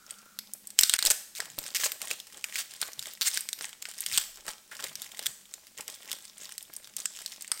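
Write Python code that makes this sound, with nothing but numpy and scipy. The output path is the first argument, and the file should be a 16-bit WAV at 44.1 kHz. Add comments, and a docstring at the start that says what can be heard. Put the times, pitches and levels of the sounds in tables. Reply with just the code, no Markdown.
"""A clear plastic cover is worked onto a notebook by hand, close by in a quiet room.
A faint whir stops within half a second, among the first light ticks. Near 1 s folds buckle in a burst
of loud snaps and the notebook nudges the desk. Film sticks and slips over film near 1.8 and 2.6 s, and
a stuck strip peels free with a zip at 3.2 s. Two strong snaps come at 4.2 s, then sparser ones to the end.
Throughout, small creases crackle under each grip and the room rings briefly over a faint hum and hiss."""
import sys
import numpy as np
from scipy import signal
from scipy.fft import rfft, irfft
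from scipy.io import wavfile
from scipy.ndimage import uniform_filter1d

SR = 44100
rng = np.random.default_rng(int(sys.argv[2]) if len(sys.argv) > 2 else 0)


def master(y):
    """Save y as 16-bit WAV."""
    cut = np.clip(np.atleast_2d(y).T, -1, 1)
    pcm = np.round(cut * 32767)  # scale
    wavfile.write(sys.argv[1], SR, pcm.astype(np.int16))


N = 335160
TIME = np.arange(N) / SR

# Single folds. Each row: start in seconds, energy in dB, ring in Hz, tilt in dB per octave.
SINGLE_FOLDS = [(0.108, -27, 8800, 2), (0.389, -24, 13000, 0.5), (0.536, -25, 10300, 12),
                (0.672, -29.5, 7840, 9), (0.704, -32.5, 8350, 1), (0.7894, -3, 2970, 4),
                (0.8104, -11.5, 14700, 3), (0.8342, -5.5, 4120, 1), (0.8958, -10, 3700, -1),
                (0.9378, -7.5, 8800, -3.5), (0.9896, -16, 3740, -2), (1.0259, -15, 4100, -1),
                (1.052, -13.5, 3070, 6), (1.1027, -9.5, 9900, 0.5), (1.403, -19.5, 1800, -2),
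                (1.5876, -21, 12900, 1), (1.664, -28.5, 5250, -1), (1.919, -22, 13700, 0.5),
                (2.017, -24, 2300, 1), (2.112, -18.5, 2620, 0), (2.201, -30, 3280, 2),
                (2.442, -19.5, 2430, -1.5), (2.557, -21, 2160, -2.5), (2.8155, -18, 8900, 0),
                (2.8284, -22, 4330, -4.5), (2.933, -33, 5900, 4), (2.993, -24, 3750, 2),
                (3.0255, -31, 4800, 0), (3.069, -32.5, 5970, 6), (3.1355, -34.5, 12770, 4),
                (3.3738, -16.5, 1700, -0.5), (3.408, -23.5, 8700, 3), (3.4888, -22.5, 2230, 1.5),
                (3.5302, -20.5, 3480, 2.5), (3.61, -28, 5560, -5.5), (3.644, -26, 1980, -3),
                (3.73, -35, 3270, -4), (3.824, -27.5, 2340, 0), (3.854, -27, 2340, -4.5),
                (4.006, -21.5, 1810, 12), (4.063, -19, 3000, 1), (4.1758, -9.5, 3400, 5),
                (4.1804, -12, 7800, -4), (4.481, -25.5, 8100, -5), (4.841, -23.5, 1960, 1),
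                (4.955, -26, 5440, 1), (5.019, -26.5, 3720, 8), (5.1926, -24.5, 3600, 0.5),
                (5.2595, -20, 3440, 1), (5.2663, -15.5, 3470, 1), (5.539, -28, 6530, 1),
                (5.809, -29, 2640, 4), (5.88, -27, 3030, 4), (6.116, -22, 3730, 0), (6.129, -24.5, 2270, 2),
                (6.522, -32, 9200, 1), (6.58, -26, 4970, 2.5), (6.627, -34, 9110, 5),
                (6.737, -33.5, 13330, 3), (6.765, -27.5, 9300, 7), (6.9663, -22, 6900, 3.5),
                (7.002, -27.5, 6600, 1.5), (7.0565, -16.5, 7500, -1.5), (7.2613, -23, 4240, 1.5),
                (7.422, -29, 7000, 6), (7.478, -31, 8700, 0), (7.5171, -14, 9000, -2),
                (7.595, -32, 2080, 6)]
# Folds that run across the sheet. Each row: start and length in seconds, energy of a snap in dB,
# ring in Hz, tilt in dB per octave.
RUNNING_FOLDS = [(1.0604, .012, -13, 5030, 1.5), (1.108, .008, -14.5, 8000, 0),
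                 (1.3516, .036, -33.5, 2280, 2.5), (1.748, .022, -21, 2450, 1),
                 (1.846, .02, -21.5, 8100, 3), (4.124, .046, -25.5, 3300, 0.5)]
def folds():
    """Cascading instability: a running fold adds a chain of uneven snaps to the single ones."""
    gap_s, scatter_db, scatter_octaves = 0.0047, 0.5, 0.34
    rows = list(SINGLE_FOLDS)
    for start, length, energy_db, ring_hz, tilt_db in RUNNING_FOLDS:
        s = start
        for gap, size, pitch in rng.standard_normal(size=(16, 3)):
            if s < start + length:
                hz = ring_hz * 2 ** (scatter_octaves * pitch)
                rows.append((s, energy_db + scatter_db * size, hz, tilt_db))
            s += gap_s * np.exp(.2 * gap)
    return np.array(rows)


# Spectrum of a snap. Each row: frequency in Hz, relative level in dB.
SNAP_SPECTRUM = [(100, -31), (300, -15.5), (600, -21), (1000, -18), (1500, -7), (2300, -7), (3300, -5),
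                 (4300, -2.5), (5600, -4), (7000, -3), (8400, -0.5), (10500, -13), (13500, -7.5),
                 (16000, -22.5)]
def snaps(rows, ring_db):
    """Buckling releases elastic energy: wide folds give a dull pop, tight ones a bright tick."""
    s, energy_db, ring_hz, tilt_db = rows.T[:, :, None]
    hz = bins(size=1024)
    tilt = tilt_db * np.log2(np.clip(hz, 700, 12000) / hz.mean())
    colour = at_hz(SNAP_SPECTRUM, hz) + resonance(ring_hz, ring_db, octaves=0.24) + tilt
    colour -= 8 / (1 + (hz / 600) ** 4)   # thin film hardly radiates bass
    pulses = buckle(colour, crack_s=.0006, flutter_s=.0016, flutter_db=-4)
    gains = from_db(energy_db) * np.sqrt(SR / 1000)   # the energy of one millisecond at that level
    out = np.zeros(N)
    for start, pulse in zip(s[:, 0], pulses * gains):
        add(out, start, pulse)
    return out


def buckle(spectra_db, crack_s, flutter_s, flutter_db, size=1024):
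    """Snap-through: a fold clicks, cracks and flutters out; one pulse of unit energy per spectrum."""
    t = np.arange(size) / SR
    envelope = np.exp(-t / crack_s) + from_db(flutter_db) * np.exp(-t / flutter_s)
    bursts = unit_energy(rng.standard_normal((len(spectra_db), size)) * envelope)
    click = 0.33 * (t == 0)
    return unit_energy(irfft(rfft(bursts + click) * minimum_phase(spectra_db)))


# The fingers press the cover. Each row: start and length in seconds, relative crackle and rubbing in dB.
FINGER_GRIPS = [(0.058, 0.052, -50.5, -58), (0.774, 0.058, -35, -67), (0.88, 0.066, -36.5, -57),
                (1.02, 0.052, -35, -42), (1.37, 0.051, -42, -50.5), (1.46, 0.052, -47.5, -68),
                (1.581, .09, -41.5, -50.5), (1.738, 0.13, -42.5, -48), (2.001, 0.099, -37, -46.5),
                (2.264, .11, -45, -58), (2.477, .13, -39.5, -55.5), (2.696, 0.15, -41.5, -53),
                (2.973, 0.12, -41.5, -58), (3.295, 0.063, -34.5, -70), (3.572, 0.066, -40, -54.5),
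                (3.669, 0.018, -48, -65), (3.813, 0.085, -44, -64), (3.948, 0.25, -37.5, -64.5),
                (4.323, 0.063, -52.5, -55), (4.442, 0.041, -42, -47), (4.71, 0.013, -43.5, -50),
                (4.767, 0.083, -41, -49.5), (4.964, 0.065, -41, -57), (5.06, 0.19, -44.5, -54),
                (5.505, 0.037, -51, -55), (5.587, 0.09, -57, -71), (5.767, 0.02, -40.5, -49),
                (5.866, 0.059, -42.5, -57), (5.992, 0.14, -44.5, -51.5), (6.174, 0.077, -47, -62),
                (6.362, 0.076, -42, -58), (6.477, 0.039, -45, -70), (6.578, 0.045, -53.5, -77),
                (6.717, 0.024, -51.5, -64), (6.821, 0.017, -46, -66), (6.96, 0.052, -43.5, -57.5),
                (7.096, 0.12, -44, -56), (7.228, 0.093, -47, -58.5), (7.389, 0.033, -44.5, -63),
                (7.525, 0.057, -47.5, -61)]
def grip_levels():
    """Loading and release: crackle and rubbing, in dB, swell with each grip and then die away."""
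    attack_s, swell_db, release_db_per_s = 0.0056, 9, 220.5
    levels = np.array([[-63], [-70]])   # the cover merely held
    for start, length, crackle_db, rub_db in FINGER_GRIPS:
        t = TIME - start
        attack = 20 * np.log10(np.clip(t / attack_s, 1e-6, 1))
        swell = -swell_db * np.clip(1 - t / length, 0, 1)
        release = -release_db_per_s * np.maximum(t - length, 0)
        levels = np.maximum(levels, np.array([[crackle_db], [rub_db]]) + attack + swell + release)
    return levels


# Spectrum of small creases. Each row: frequency in Hz, relative level in dB.
CREASE_SPECTRUM = [(200, -20.5), (800, -11.5), (1600, -3.5), (3800, 1), (5500, 0), (8200, 2.5),
                   (10500, -5.5), (16000, -10)]
def crackle(level_db, light_grip_per_s, hiss_db, count=16):
    """A Poisson process: creases yield more often under a firmer grip, over the hiss of sliding film."""
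    rings = resonance(np.geomspace(2000, 13000, count)[:, None], height_db=7, octaves=.5)
    colours = at_hz(CREASE_SPECTRUM, bins(size=1024)) + rings
    pulses = buckle(colours, crack_s=.0004, flutter_s=.0015, flutter_db=-9)
    rate = light_grip_per_s * from_db(0.66 * (level_db + 54))   # a light grip is -54 dB
    sizes = unit_rms(from_db(6 * np.minimum(rng.exponential(1, N), 3)))
    clicks = (rng.random(N) < rate / SR) * sizes * np.sqrt(SR / rate)
    crease = rng.integers(0, count, N)
    grains = sum(through(clicks * (crease == k), pulse) for k, pulse in enumerate(pulses))
    return from_db(level_db) * (grains + from_db(hiss_db) * coloured_noise(CREASE_SPECTRUM))


# Film dragged over film, one list a slide. Each row: time in seconds, slips per second, level in dB.
FILM_SLIDES = [
    [(1.775, 306, -45), (1.81, 720, -37.5), (1.845, 910, -37), (1.875, 460, -45)],
    [(2.535, 360, -50), (2.575, 1200, -40), (2.6, 580, -40.5), (2.63, 300, -50)],
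]
# Spectrum of a slip. Each row: frequency in Hz, relative level in dB.
SLIP_SPECTRUM = [(200, -18), (900, -10.5), (1600, 2.5), (4200, 5), (8200, 5), (10500, -3), (16000, 1.5)]
def slide(rows, jitter, uneven_db, flutter_db):
    """Stick-slip friction: ticks fuse into a zip as the film speeds up; each sets the sheet fluttering."""
    times, *columns = np.transpose(rows)
    per_s, level_db = (np.interp(TIME, times, column) for column in columns)
    moving = (TIME >= times[0]) & (TIME < times[-1])
    slip_count = np.cumsum(moving * per_s * np.exp(jitter * drift(900))) / SR
    ticks = np.diff(np.ceil(slip_count), prepend=0)
    slips = ticks * np.sqrt(SR / per_s) * from_db(level_db + uneven_db * drift(900))
    flutter = through(slips, unit_energy(np.exp(-TIME[:512] / .001))) * rng.standard_normal(N)
    return through(slips + from_db(flutter_db) * flutter, response(SLIP_SPECTRUM, size=512))


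# A stuck strip peels free. Each row: time in seconds, slips per second, relative level in dB.
PEEL_SLIPS = [(3.212, 157, -23), (3.227, 210, -28), (3.243, 239.3, -40), (3.262, 1400, -28),
              (3.283, 2086, -25), (3.292, 2200, -49)]
def peel(turn_s, ring_hz, ring_db):
    """Resonance rises as length falls: the free strip shortens, and a higher ring takes over."""
    slips = slide(PEEL_SLIPS, jitter=.06, uneven_db=1, flutter_db=-6)
    late = np.interp(TIME, turn_s, [0, 1])
    rings = (resonance(hz, ring_db, octaves=0.42) for hz in ring_hz)
    low, high = (unit_energy(irfft(minimum_phase(ring))) for ring in rings)
    return through(slips * (1 - late), low) + through(slips * late, high)


# Spectrum of rubbing. Each row: frequency in Hz, relative level in dB.
RUB_SPECTRUM = [(40, -8), (130, -7), (300, 0), (560, 5.5), (1400, 0), (2500, -0.5), (6000, -42)]
def rubbing(level_db, grain_db):
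    """Sliding friction: fingers and card drag unevenly over the cover, modulating a dull noise."""
    drag = unit_rms(from_db(grain_db * drift(160)))
    return from_db(level_db) * drag * coloured_noise(RUB_SPECTRUM)


# The notebook nudges the desk. Each row: start in seconds, peak in dB.
DESK_BUMPS = [(0.788, -39.5), (0.835, -50), (0.939, -43), (1.063, -34), (1.109, -39), (1.582, -26),
              (4.18, -50), (4.484, -46)]
# The stiff cover scuffs. Each row: start in seconds, peak in dB, ring in Hz, decay in seconds.
COVER_SCUFFS = [(1.108, -25, 580, 0.0091), (1.835, -22, 1460, 0.0026), (1.86, -19.5, 650, 0.0065),
                (2.04, -35, 900, 0.014), (2.108, -31, 486, 0.014), (2.825, -22, 810, 0.0015),
                (3.643, -37, 1010, 0.0048), (4.479, -30.5, 885, 0.012), (4.715, -34.5, 1690, 0.018),
                (4.792, -33.5, 1480, 0.011), (4.834, -32.5, 527, 0.012), (5.192, -28, 620, 0.0026)]
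# Spectra of the bumps and the scuffs. Each row: frequency in Hz, relative level in dB.
DESK_SPECTRUM = [(15, 10), (35, -6), (140, -10), (300, -8), (2000, -33.5)]
SCUFF_SPECTRUM = [(100, -23), (400, -15.5), (1500, -10.5), (3000, -11), (9000, -20)]
def notebook(thud_s):
    """Damped impacts: dead thuds on the desk, and hollow scuffs pitched by how the cover is held."""
    out = np.zeros(N)
    for s, peak_db in DESK_BUMPS:
        add(out, s, knock(peak_db, thud_s, response(DESK_SPECTRUM)))
    for s, peak_db, ring_hz, decay_s in COVER_SCUFFS:
        colour = at_hz(SCUFF_SPECTRUM, bins(size=1024)) + resonance(ring_hz, height_db=11.5, octaves=0.73)
        add(out, s, knock(peak_db, decay_s, irfft(minimum_phase(colour))))
    return out


def knock(peak_db, decay_s, body):
    """Source and filter: a short rough contact excites the body it touches."""
    t = TIME[:8192]
    sound = through(rng.standard_normal(len(t)) * np.exp(-t / decay_s), body)
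    return from_db(peak_db) * sound / np.abs(sound).max()


# The hand leans on the notebook. Each row: start and length in seconds, level in dB, ring in Hz.
HAND_LEANS = [(1.41, 0.29, -65, 154), (2.973, 0.06, -60.5, 124), (4.054, 0.17, -62, 145),
              (4.08, 0.42, -70, 30), (4.783, 0.22, -65, 140), (5.24, 0.11, -64.5, 150)]
def leaning(q):
    """Forced vibration: under each lean the desk top gives a smooth swell of low noise."""
    out = np.zeros(N)
    for s, length, db, hz in HAND_LEANS:
        swell = np.sin(np.pi * np.clip((TIME - s) / length, 0, 1))
        out += from_db(db) * swell * resonant_noise(hz, hz / q)
    return out


# Spectrum of the reflections. Each row: frequency in Hz, relative level in dB.
WALL_SPECTRUM = [(100, -20), (550, 3), (900, 4.5), (4000, 3.5), (7000, 3), (16000, 5.5)]
def room(x, early_db, early_s, tail_db, build_s, t60_s=0.51):
    """Reverberation: early scatter from things on the desk, then the diffuse field of the walls."""
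    t = np.arange(int(.8 * SR)) / SR
    early = unit_energy(rng.standard_normal(len(t)) * (t > .003) * np.exp(-t / early_s))
    tail = unit_energy(rng.standard_normal(len(t)) * (1 - np.exp(-t / build_s)) * from_db(-60 * t / t60_s))
    reflections = from_db(early_db) * early + from_db(tail_db) * tail
    return through(x, through(reflections, response(WALL_SPECTRUM)))


# Spectrum of the room hiss. Each row: frequency in Hz, relative level in dB.
HISS_SPECTRUM = [(20, 2.5), (120, 2), (250, 4.5), (900, -5), (2000, -0.5), (5000, 3), (8000, 3),
                 (11000, -1.5), (16000, -0.5)]
def background(hiss_db, late_hum_db, whir_db):
    """Noise floor: broadband hiss, a narrowband hum that eases near 1 s, and a whir that stops early."""
    hiss = from_db(hiss_db) * coloured_noise(HISS_SPECTRUM)
    hum = from_db(late_hum_db + np.interp(TIME, [.7, 1.2], [6, 0])) * resonant_noise(203.3, 34)
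    whir = from_db(whir_db) * np.interp(TIME, [.33, .45], [1, 0]) * resonant_noise(1370, 260)
    return hiss + hum + whir


# A drop in level. Each row: start and length in seconds, gain in dB.
LEVEL_DIPS = [(0.968, .015, -23)]
def dips():
    """Amplitude modulation: the level dips briefly, with smoothed edges."""
    gain_db = np.zeros(N)
    for s, length, db in LEVEL_DIPS:
        gain_db += db * uniform_filter1d(1. * ((TIME > s) & (TIME < s + length)), size=128)
    return from_db(gain_db)


def from_db(db):
    return 10 ** (np.asarray(db) / 20)


def unit_rms(x):
    return x / np.sqrt(np.mean(x ** 2) + 1e-20)


def unit_energy(x):
    return x / np.sqrt(np.sum(x ** 2, axis=-1, keepdims=True) + 1e-20)


def bins(size):
    """Fourier frequencies in Hz, kept above zero."""
    return np.maximum(np.arange(size // 2 + 1) * SR / size, 1)


def at_hz(spectrum, hz):
    """Interpolation of levels over log frequency."""
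    known_hz, level_db = np.transpose(spectrum)
    return np.interp(np.log(hz), np.log(known_hz), level_db)


def resonance(ring_hz, height_db, octaves, size=1024):
    """A damped resonance: a broad spectral peak, in dB."""
    return height_db * np.exp(-(np.log2(bins(size) / ring_hz) / octaves) ** 2)


def minimum_phase(level_db):
    """Causality: a frequency response with these levels that never sounds before its excitation."""
    cepstrum = irfft(np.log(from_db(level_db)))
    half = cepstrum.shape[-1] // 2
    cepstrum[..., 1:half] *= 2
    cepstrum[..., half + 1:] = 0
    return np.exp(rfft(cepstrum))


def response(spectrum, size=4096):
    """Impulse response of a spectrum, with unit energy."""
    return unit_energy(irfft(minimum_phase(at_hz(spectrum, bins(size)))))


def through(x, impulse):
    """Linear filtering by convolution."""
    return signal.oaconvolve(x, impulse)[:len(x)]


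def coloured_noise(spectrum):
    """Spectral shaping of white noise."""
    return through(rng.standard_normal(N), response(spectrum))


def resonant_noise(hz, width_hz):
    """Band-pass filtering: noise twice through one resonance, with unit rms."""
    b, a = signal.iirpeak(hz, hz / width_hz, fs=SR)
    return unit_rms(signal.lfilter(b, a, signal.lfilter(b, a, rng.standard_normal(N))))


def drift(per_s):
    """Random modulation of unit variance."""
    return np.interp(TIME * per_s, np.arange(8192), rng.standard_normal(8192)) * np.sqrt(1.5)


def add(track, s, sound):
    """Superposition of a sound starting at s seconds."""
    start = int(np.clip(round(s * SR), 0, N - 1))
    track[start:start + len(sound)] += sound[:N - start]


def scene():
    """Direct and reverberant fields: film, notebook and desk close by, the room around them."""
    crackle_db, rub_db = grip_levels()
    film = crackle(crackle_db - 0.5, light_grip_per_s=200, hiss_db=-11.5)
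    film += sum(slide(rows, jitter=0.56, uneven_db=-3, flutter_db=-2) for rows in FILM_SLIDES)
    film += from_db(-1) * peel(turn_s=[3.24, 3.27], ring_hz=[4200, 7800], ring_db=6.5)
    handling = film + rubbing(rub_db, grain_db=7) + notebook(thud_s=0.0044) + leaning(q=1.34)
    # directivity: a fold beams its ring at the listener; the room gathers a more even colour
    buckles = folds()
    direct = handling + snaps(buckles, ring_db=10)
    radiated = handling + snaps(buckles, ring_db=5)
    mid = direct + room(radiated, early_db=-8.5, early_s=0.0016, tail_db=-10.5, build_s=0.0023)
    mid += background(hiss_db=-59.5, late_hum_db=-76, whir_db=-62.5)
    # almost mono: very faint treble differs between left and right
    side = room(radiated, early_db=-47, early_s=0.00067, tail_db=-48, build_s=0.002)
    side_treble = signal.sosfilt(signal.butter(2, 2700, "high", fs=SR, output="sos"), side)
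    return dips() * np.array([mid + side_treble, mid - side_treble])


def record(dry, ceiling=.8, cutoff_hz=16000):
    """Soft saturation rounds the highest peaks, and a steep low-pass limits the bandwidth."""
    low_pass = signal.ellip(12, .1, 85, cutoff_hz, fs=SR, output="sos")
    return signal.sosfilt(low_pass, ceiling * np.tanh(dry / ceiling))


dry = scene()
out = record(dry)
master(out)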